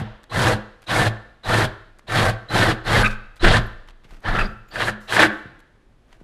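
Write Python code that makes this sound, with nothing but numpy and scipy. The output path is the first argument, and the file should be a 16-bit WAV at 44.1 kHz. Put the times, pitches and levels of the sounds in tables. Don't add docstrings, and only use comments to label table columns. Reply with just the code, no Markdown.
import sys
import numpy as np
from scipy import signal
from scipy.fft import rfft, irfft
from scipy.io import wavfile
from scipy.ndimage import uniform_filter1d

SR = 44100
rng = np.random.default_rng(int(sys.argv[2]) if len(sys.argv) > 2 else 0)


def wav_out(sig):
    wavfile.write(sys.argv[1], SR, np.round(np.clip(np.atleast_2d(sig).T, -1, 1) * 32767).astype(np.int16))


def rack_gain(trim_db):
    fader = np.asarray(trim_db, float)
    return 10 ** (fader / 20)


N = 274829
T = np.arange(N) / SR

# on_s, off_s, top_mesh_hz, whine_db (re cutting)
PULLS = [(-.3, -0.064, 2200, -7), (0.292, 0.458, 2140, -9), (0.86, 0.985, 2414, -23),
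         (1.429, 1.561, 2267, -8), (2.066, 2.226, 2210, -11), (2.48, 2.621, 2250, -14),
         (2.833, 2.965, 2193, -13.5), (3.391, 3.496, 1908, -24.5), (4.229, 4.376, 1880, -9),
         (4.697, 4.834, 2113, -15.5), (5.07, 5.201, 2390, -11.5)]
# rise_s, run_on_s (after release), cut_db, scrape_db, hiss_db (both re cutting)
BITES = [(.025, 0.061, -26, -18, -18), (0.037, 0.078, -18.5, -5, -16), (0.026, .09, -18.5, -5, -16),
         (0.034, 0.087, -16.5, -5.5, -17.5), (0.033, 0.072, -17, -5.5, -18),
         (0.029, 0.096, -17.5, -5, -18.5), (0.031, 0.06, -16, -4.5, -19), (0.029, 0.077, -15, -6, -21),
         (0.01, 0.074, -24, -12.5, -30.5), (.04, 0.063, -23, -6, -18.5), (0.043, 0.049, -14, -4, -16)]
# boom_db (re cutting), sway_db, frame_jolt_db, slab_jolt_db
SHAKES = [(7, -35, -37.5, -34), (1, -34.5, -34, -36), (-2, -31, -40, -26), (-2, -31, -49, -45),
          (-1, -32.5, -44, -52), (-0.5, -30.5, -54.5, -53), (-1.5, -24.5, -33.5, -45), (0.5, -20, -39, -34),
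          (-1, -27, -41.5, -38), (-7.5, -43.5, -39.5, -59), (-11, -44, -37, -55)]
# cut_db, scrape_db, hiss_db, boom_db
BITE_START = [-38, -36.5, -39.5, -30.5]
# cut_db_per_s, scrape_db_per_s, hiss_db_per_s, boom_db_per_s
STALL_RATE = [800, 547, 600, 350]
# pitch_hz, level_db
SKIN_COLOUR = [(120, -30), (200, 11), (277, -18), (315, 1.5), (429, -5), (564, -2.5), (629, -1), (922, -1),
               (1710, 0), (2250, -7), (3290, -4), (5580, -14.5), (10900, -22.5), (13900, -34),
               (15500, -71.5)]
# pitch_hz, width_hz, level_db
SKIN_MODES = [(320, 13, -0.5), (497.6, 30, 5.5), (634, 27, 0.5), (754.5, 44, -4.5), (1320, 27, -8.5),
              (1586, 44, -8.5), (1776, 19, 1.5), (2000, 56, -10.5)]
# pitch_hz, t60_s, level_db
SLAB_MODES = [
    (114.8, 0.36, 11),
    (101.7, 0.6, -2.5),
    (134, 0.14, -2),
    (212.3, 0.099, -4),
]
# peak_s, level_db, length_s, treble_db
SNAGS = [(0.384, -11, 0.019, -4), (0.416, -14, 0.029, 3), (0.467, -18, 0.042, 5), (1.61, -8.5, 0.029, -16),
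         (2.118, -9, .02, -10), (2.52, -19, 0.017, -10), (2.576, -7, 0.035, -3.5), (2.864, -15, .02, -10),
         (2.949, -22, 0.028, -10.5), (3.044, -11.5, 0.067, -3.5), (3.104, -29, 0.068, -0.5),
         (3.441, 3, 0.024, -17), (3.448, -41, 0.026, -37), (3.467, 1.5, 0.027, -27),
         (3.535, -0.5, 0.077, -19), (4.25, -23, 0.024, -23), (4.28, -8.5, 0.025, -19.5),
         (4.349, -9, 0.024, -29.5), (4.385, -6, 0.03, -15.5), (4.41, -18.5, 0.029, -13),
         (4.755, -14, 0.053, -23.5), (4.801, -6, 0.051, -32), (4.871, -5, 0.034, -23.5),
         (5.121, -2.5, 0.027, -15.5), (5.161, 2, 0.035, -15), (5.191, 4.5, 0.026, -13.5),
         (5.22, 6.5, 0.051, -17)]
# start_s, level_db, pitch_hz
WHISTLES = [(0.296, -41.5, 4040), (0.8669, -37, 3870), (1.434, -38.5, 3940), (2.0737, -39.5, 3830),
            (2.486, -34.5, 4020), (2.8499, -41, 4160), (3.3947, -38.5, 4010), (5.0769, -39, 3963)]
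# on_s, off_s, pitch_hz, level_db
SQUEALS = [(0, 0.047, 482, -42.5), (2.957, 2.984, 1740, -20.5), (2.99, 3.045, 10770, -44),
           (3.028, 3.064, 1512, -20), (3.033, 3.088, 1260, -24), (3.039, 3.074, 2480, -19.5),
           (3.04, 3.071, 2050, -26.5), (3.045, 3.07, 3760, -31.5), (3.429, 3.471, 336, -20),
           (3.508, 3.563, 1755, -30.5), (3.658, 3.677, 11270, -62), (4.247, 4.285, 3033, -44.5),
           (4.255, 4.337, 1680, -32.5), (4.342, 4.425, 1300, -26), (4.383, 4.428, 2570, -29),
           (4.36, 4.366, 2880, -29.5), (4.388, 4.473, 4740, -46), (4.679, 4.714, 7000, -68),
           (4.68, 4.714, 13500, -67.5), (4.708, 4.767, 4600, -50.5), (4.802, 4.828, 1810, -23.5),
           (4.822, 4.86, 3960, -35), (5.189, 5.267, 320, -21.5)]
# on_s, off_s, level_db
COASTS = [
    (3.022, 3.146, -47.5),
    (5.0, 5.11, -54),
    (5.303, 5.606, -56),
]
# pitch_hz, t60_s
STOP_HUM = [
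    (211.6, 0.46),
    (110.5, 0.4),
]
# start_s, level_db, t60_s
SHOVES = [(2.98, -12.5, 0.57), (3.1, -27, 0.4), (3.43, -2, 0.34), (3.55, -25, 0.31), (3.722, -31, 1),
          (4.111, -31, 0.32), (4.28, -14.5, 0.6), (4.4, -13, 0.24), (4.749, -50.5, 2.3), (5.401, -59, 2.1),
          (6.12, -46, 0.76)]
# start_s, level_db, t60_s, body_db (re treble)
TICKS = [(0.2333, -25, 0.0077, 2), (0.2398, -30.5, 0.014, 12), (0.8195, -31, 0.026, 0),
         (0.828, -40, 0.025, 14), (0.8384, -42, 0.09, 9), (1.9864, -29, 0.017, -1),
         (1.9926, -35.5, 0.02, 14), (2.0378, -63, 0.024, 4), (3.3585, -34, 0.027, 2), (3.365, -39, 0.1, 10),
         (3.8748, -43, 0.045, 13), (3.8856, -37.5, 0.028, 17), (3.8974, -45, 0.026, 18),
         (3.906, -46.5, 0.025, 22), (4.0427, -49, 0.11, 19.5), (4.1072, -56, 0.033, 14),
         (4.2033, -38, 0.032, -5), (4.680, -54, 0.034, 7), (4.6858, -44, 0.034, 15),
         (5.6012, -38, 0.03, 10), (6.121, -53, .02, 18.5), (6.127, -48.5, 0.037, 24.5),
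         (4.0365, -48, .03, 15), (5.592, -39, 0.021, 5), (5.365, -50, .04, -10), (5.455, -55, .02, -10)]
# start_s, level_db, pitch_hz
KNOCKS = [
    (4.05, -42, 95),
    (4.125, -39, 95),
    (5.456, -30, 92),
    (6.213, -37, 125),
]
# centre_s, length_s, level_db
SHUFFLES = [(4.128, 0.044, -51.5), (4.17, 0.071, -67), (4.23, 0.013, -50.5), (6.05, 0.093, -72.5),
            (6.112, .03, -65), (6.151, .035, -61.5), (6.212, 0.014, -61)]
# pitch_hz, level_db
RUB_COLOUR = [(180, -27), (300, -1), (376, -5), (494, -12), (619, -3), (940, -8.5), (1400, -6.5),
              (1850, -7.5), (14000, -33.5)]
# pitch_hz, t60_s, level_db
HALL_BANDS = [(162, 0.37, -13), (400, 0.42, -20), (990, 0.53, -22.5), (1600, 0.42, -21),
              (3160, 0.58, -20.5), (5580, 0.4, -29), (9000, .22, -36.5)]
# pitch_hz, level_db
HOUSE_COLOUR = [(15, -34.5), (25, -3.5), (81, -8), (121, -2), (160, -7), (182, -12), (218, -6),
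                (1760, -23.5), (7900, -41), (11000, -42.5), (14300, -60.5), (22000, -120)]

THROUGH_S, OUT_S = 3.02, 3.9


def unit(x):
    return x / np.sqrt(np.mean(x ** 2))


def noise(count=N):
    return rng.standard_normal(count)


def band(x, lo_hz, hi_hz, order=2):
    return signal.sosfilt(signal.butter(order, [lo_hz, hi_hz], "band", fs=SR, output="sos"), x)


def colour(x, points, size=4096):
    hz, db = np.transpose(points)
    bin_hz = np.arange(size // 2 + 1) * SR / size
    level_db = np.interp(np.log(bin_hz + 1), np.log(hz), db)
    ceps = irfft(np.log(rack_gain(level_db)))
    ceps[1:size // 2] *= 2
    ceps[size // 2 + 1:] = 0
    return signal.fftconvolve(x, irfft(np.exp(rfft(ceps))))[:len(x)]


def ring(x, hz, width_hz):
    return signal.lfilter(*signal.iirpeak(hz, hz / width_hz, fs=SR), x)


def walk(rate):
    hold = int(SR / rate)
    steps = np.repeat(noise(N // hold + 1), hold)
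    return unit(uniform_filter1d(uniform_filter1d(steps, hold), hold)[:N])


def burst(start_s, rise_s, t60_s):
    out, first = np.zeros(N), int(start_s * SR)
    age = T[:min(int(2 * t60_s * SR), N - first)]
    out[first:][:len(age)] = (1 - np.exp(-age / rise_s)) * 1000. ** (-age / t60_s)
    return out


def clicks(rate, spread_db):
    hits = rng.random(N) < rate / SR
    size = rack_gain(spread_db * np.minimum(rng.exponential(size=N), 3))
    return unit(hits * noise() * size)


def loads():
    sag_db_s, boom_lag_s, sway_lag_s, sway_t60_s = 50, 0.012, 0.056, 0.45
    out = np.zeros((5, N))
    for pull, bite, shake in zip(PULLS, BITES, SHAKES):
        on, off = pull[:2]
        rise_s, run_on_s, cut_db, scrape_db, hiss_db = bite
        boom_db, sway_db = shake[:2]
        age = np.clip(T - on, 0, None)
        late = np.clip(T - off - run_on_s, 0, None)
        hold_db = cut_db - sag_db_s * np.clip(T - off, 0, None)
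        for k, rel_db in enumerate([0, scrape_db, hiss_db, boom_db]):
            level_db = hold_db + rel_db + BITE_START[k] * np.exp(-age / rise_s) - STALL_RATE[k] * late
            out[k] += np.minimum(age / 0.0066, 1) * rack_gain(level_db)
        out[4] += rack_gain(sway_db) * (1 - np.exp(-(age / sway_lag_s) ** 2)) * 1000. ** (-late / sway_t60_s)
    out[3] = np.interp(T - boom_lag_s, T, out[3])
    return out


def motor():
    spin_up_s, brake_s = .04, .16
    hz, whine = np.zeros(N), np.zeros(N)
    for on, off, top_hz, db in PULLS:
        spin_up = 1 - np.exp(-np.clip(T - on, 0, None) / spin_up_s)
        speed = spin_up * np.exp(-(np.clip(T - off, 0, None) / brake_s) ** 2)
        hz = np.where(T >= on, top_hz * speed, hz)
        whine = np.where(T >= on, rack_gain(db - 12.3 * speed ** 4), whine)
    return hz, whine


def chatter(rate, lo_hz, hi_hz):
    out = np.zeros(N + SR)
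    for place, pitch, span, glide, size in rng.random((int(rate * N / SR), 5)):
        age = np.arange(int(SR * (0.0051 + .016 * span))) / SR
        hz = lo_hz * (hi_hz / lo_hz) ** pitch * (1 + 6 * (glide - .5) * age)
        chirp = np.hanning(len(age)) * np.sin(2 * np.pi * np.cumsum(hz) / SR)
        out[int(place * N):][:len(age)] += rack_gain(-14 * size) * chirp
    return out[:N]


def torn_chips():
    chips = colour(clicks(5000, 1.6) + 0.98 * noise(), SKIN_COLOUR)
    modes = sum(rack_gain(db + 4.4 * walk(40)) * ring(chips, hz, width) for hz, width, db in SKIN_MODES)
    return unit(chips + modes) + rack_gain(-5.0) * unit(colour(chatter(1100, 324.9, 5500), SKIN_COLOUR))


def slab_boom(shake, boom):
    slab = rack_gain(14.0) * band(shake, 88, 217)
    for hz, t60_s, db in SLAB_MODES:
        slab = slab + rack_gain(db + 19) * ring(shake, hz, 1.97 / t60_s) / np.sqrt(1.14 / t60_s)
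    locked = np.sin(2 * np.pi * 110 * T + 1.3 * walk(35))
    return slab + rack_gain(-1.5 + 1.2 * walk(30)) * boom * locked


def drill(cut, scrape, hiss, boom):
    through_db, mesh_per_flute = -2.5, 80
    through = T > THROUGH_S
    cut = cut * np.where(through, rack_gain(through_db), 1)
    mesh_hz, whine = motor()
    turn = 2 * np.pi * np.cumsum(mesh_hz * (1 + 0.025 * walk(300))) / SR
    throb = rack_gain(0.67 * np.sin(turn / mesh_per_flute) + 1.1 * walk(60))
    chips = torn_chips()
    gears = rack_gain(9.6 * walk(70)) * np.sin(turn) + rack_gain(-16.5 + 8 * walk(60)) * np.sin(turn / 2)
    body = cut * (unit(band(chips, 300, 2320, order=3)) + whine * gears)
    edge = scrape * rack_gain(1.56 * walk(35)) * unit(band(chips, 2163, 4600, order=3))
    fine = unit(band(chips, 7020, 17000))
    buried = through & (T < OUT_S)
    fine = np.where(buried, band(fine, 1900, 10200, order=3), fine)
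    brush = hiss * rack_gain(.7 * walk(120) + through * 2.3 * walk(40)) * fine
    slab = slab_boom(boom * throb * clicks(1500, 1.4), boom)
    earlier = rack_gain(-37.0) * 1000. ** (-T / 0.72) * unit(band(chips, 330, 3500))
    return throb * (body + edge + brush), slab + earlier


def snags():
    mid, top = np.zeros((2, N))
    for peak_s, db, length_s, treble_db in SNAGS:
        grip = np.exp(-np.abs((T - peak_s) / max(length_s, .004)) ** 3)
        rasp = rack_gain(db - 10.5) * burst(peak_s, 0.003, 0.2) * grip
        mid = mid + rasp
        top = top + rasp * rack_gain(treble_db)
    tear = colour(clicks(4000, 2.3), SKIN_COLOUR)
    bite = band(tear, 300, 2400) + rack_gain(5.5) * ring(tear, 1680, 410)
    return mid * unit(bite) + top * unit(band(tear, 2210, 14000))


def whistles_and_squeals():
    out = np.zeros(N)
    for start_s, db, hz in WHISTLES:
        out += rack_gain(db) * burst(start_s, 0.0022, 0.6) * np.sin(2 * np.pi * hz * T + 1.2 * walk(500))
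    for on, off, hz, db in SQUEALS:
        age = T[:int((off - on) * SR)]
        width_hz = min(.11 * hz, 320)
        screech = ring(ring(noise(SR // 4), hz, width_hz), hz, width_hz)
        screech = unit(screech[-len(age):])
        fade = np.clip(np.minimum(age, off - on - age) / .005, 0, 1)
        out[int(on * SR):][:len(age)] += rack_gain(db) * fade * screech
    return out * rack_gain(2 * walk(200))


def coast():
    fade = sum(rack_gain(db) * burst(on, .02, 0.46) * np.clip((off - T) / .02, 0, 1) for on, off, db in COASTS)
    return fade * rack_gain(1.5 * walk(40)) * unit(band(noise(), 2500, 8500, order=1))


def stop_jolts():
    stop_lag_s, half_s = 0.066, 0.034
    out = np.zeros(N)
    for k, (hz, t60_s) in enumerate(STOP_HUM):
        jolt = np.zeros(N)
        for pull, shake in zip(PULLS, SHAKES):
            distance_s = np.abs(T - pull[1] - stop_lag_s)
            jolt += rack_gain(shake[2 + k]) * np.clip(1 - distance_s / half_s, 0, 1)
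        drive = jolt * np.sin(2 * np.pi * hz * T + 0.5 * walk(25))
        out += rack_gain(16.5) * ring(drive, hz, 2.7 / t60_s)
    return out


def hinges(lean):
    rock_hz, rest_db = 24.3, -55
    lurch = sum(rack_gain(db) * burst(start_s, 0.0097, t60_s) for start_s, db, t60_s in SHOVES)
    rock = lurch * np.sin(2 * np.pi * rock_hz * T + 1.1 * walk(27))
    rumble = unit(ring(noise(), 27, 6) + .4 * ring(noise(), 50, 8))
    return rock + rack_gain(-1) * (lean + rack_gain(rest_db)) * rumble


def handling():
    low = unit(band(noise(), 500, 3200))
    high = unit(band(noise(), 3200, 11000))
    out = np.zeros(N)
    for start_s, db, t60_s, body_db in TICKS:
        out += rack_gain(db - 20.5) * burst(start_s, 0.00033, max(t60_s, .005)) * (high + rack_gain(body_db) * low)
    for start_s, db, hz in KNOCKS:
        age = np.clip(T - start_s, 0, None)
        cycles = hz * (age + .008 * (1 - np.exp(-age / .002)))
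        out += rack_gain(db) * burst(start_s, .0003, .06) * np.sin(2 * np.pi * cycles)
    rub = sum(rack_gain(db) * np.exp(-((T - centre_s) / length_s) ** 2) for centre_s, length_s, db in SHUFFLES)
    return out + rub * rack_gain(0.95 * walk(72)) * unit(colour(clicks(6000, 2.8), RUB_COLOUR))


def hall(dry):
    age = T[:SR]
    tail = rack_gain(-22.5) * unit(ring(noise(SR), 1457, 340)) * 1000. ** (-age / 0.69)
    for hz, t60_s, db in HALL_BANDS:
        fall = 1000. ** (-age / t60_s) + rack_gain(-20.0) * 1000. ** (-age / (2.54 * t60_s))
        tail = tail + rack_gain(db) * unit(band(noise(SR), hz / 1.34, hz * 1.52, order=1)) * fall
    build_up = 1 - np.exp(-age / 0.0062)
    return signal.fftconvolve(dry, tail * build_up * rack_gain(-38.5))[:N]


def house():
    return rack_gain(-59.5 + 0.5 * walk(38)) * unit(colour(noise(), HOUSE_COLOUR))


def scene():
    *load, lean = loads()
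    cutting, slab = drill(*load)
    close = cutting + snags() + whistles_and_squeals() + coast() + handling()
    return (close + hall(close) + slab + stop_jolts() + hinges(lean) + house())[None]


def band_limit(x):
    return signal.sosfilt(signal.butter(12, 15610, fs=SR, output="sos"), x)


def record(dry):
    top_cut = signal.sosfilt(signal.ellip(6, .5, 45, 14400, fs=SR, output="sos"), dry)
    mix = np.clip(top_cut, -1, 1)
    return band_limit(mix)


dry = scene()
out = record(dry)
wav_out(out)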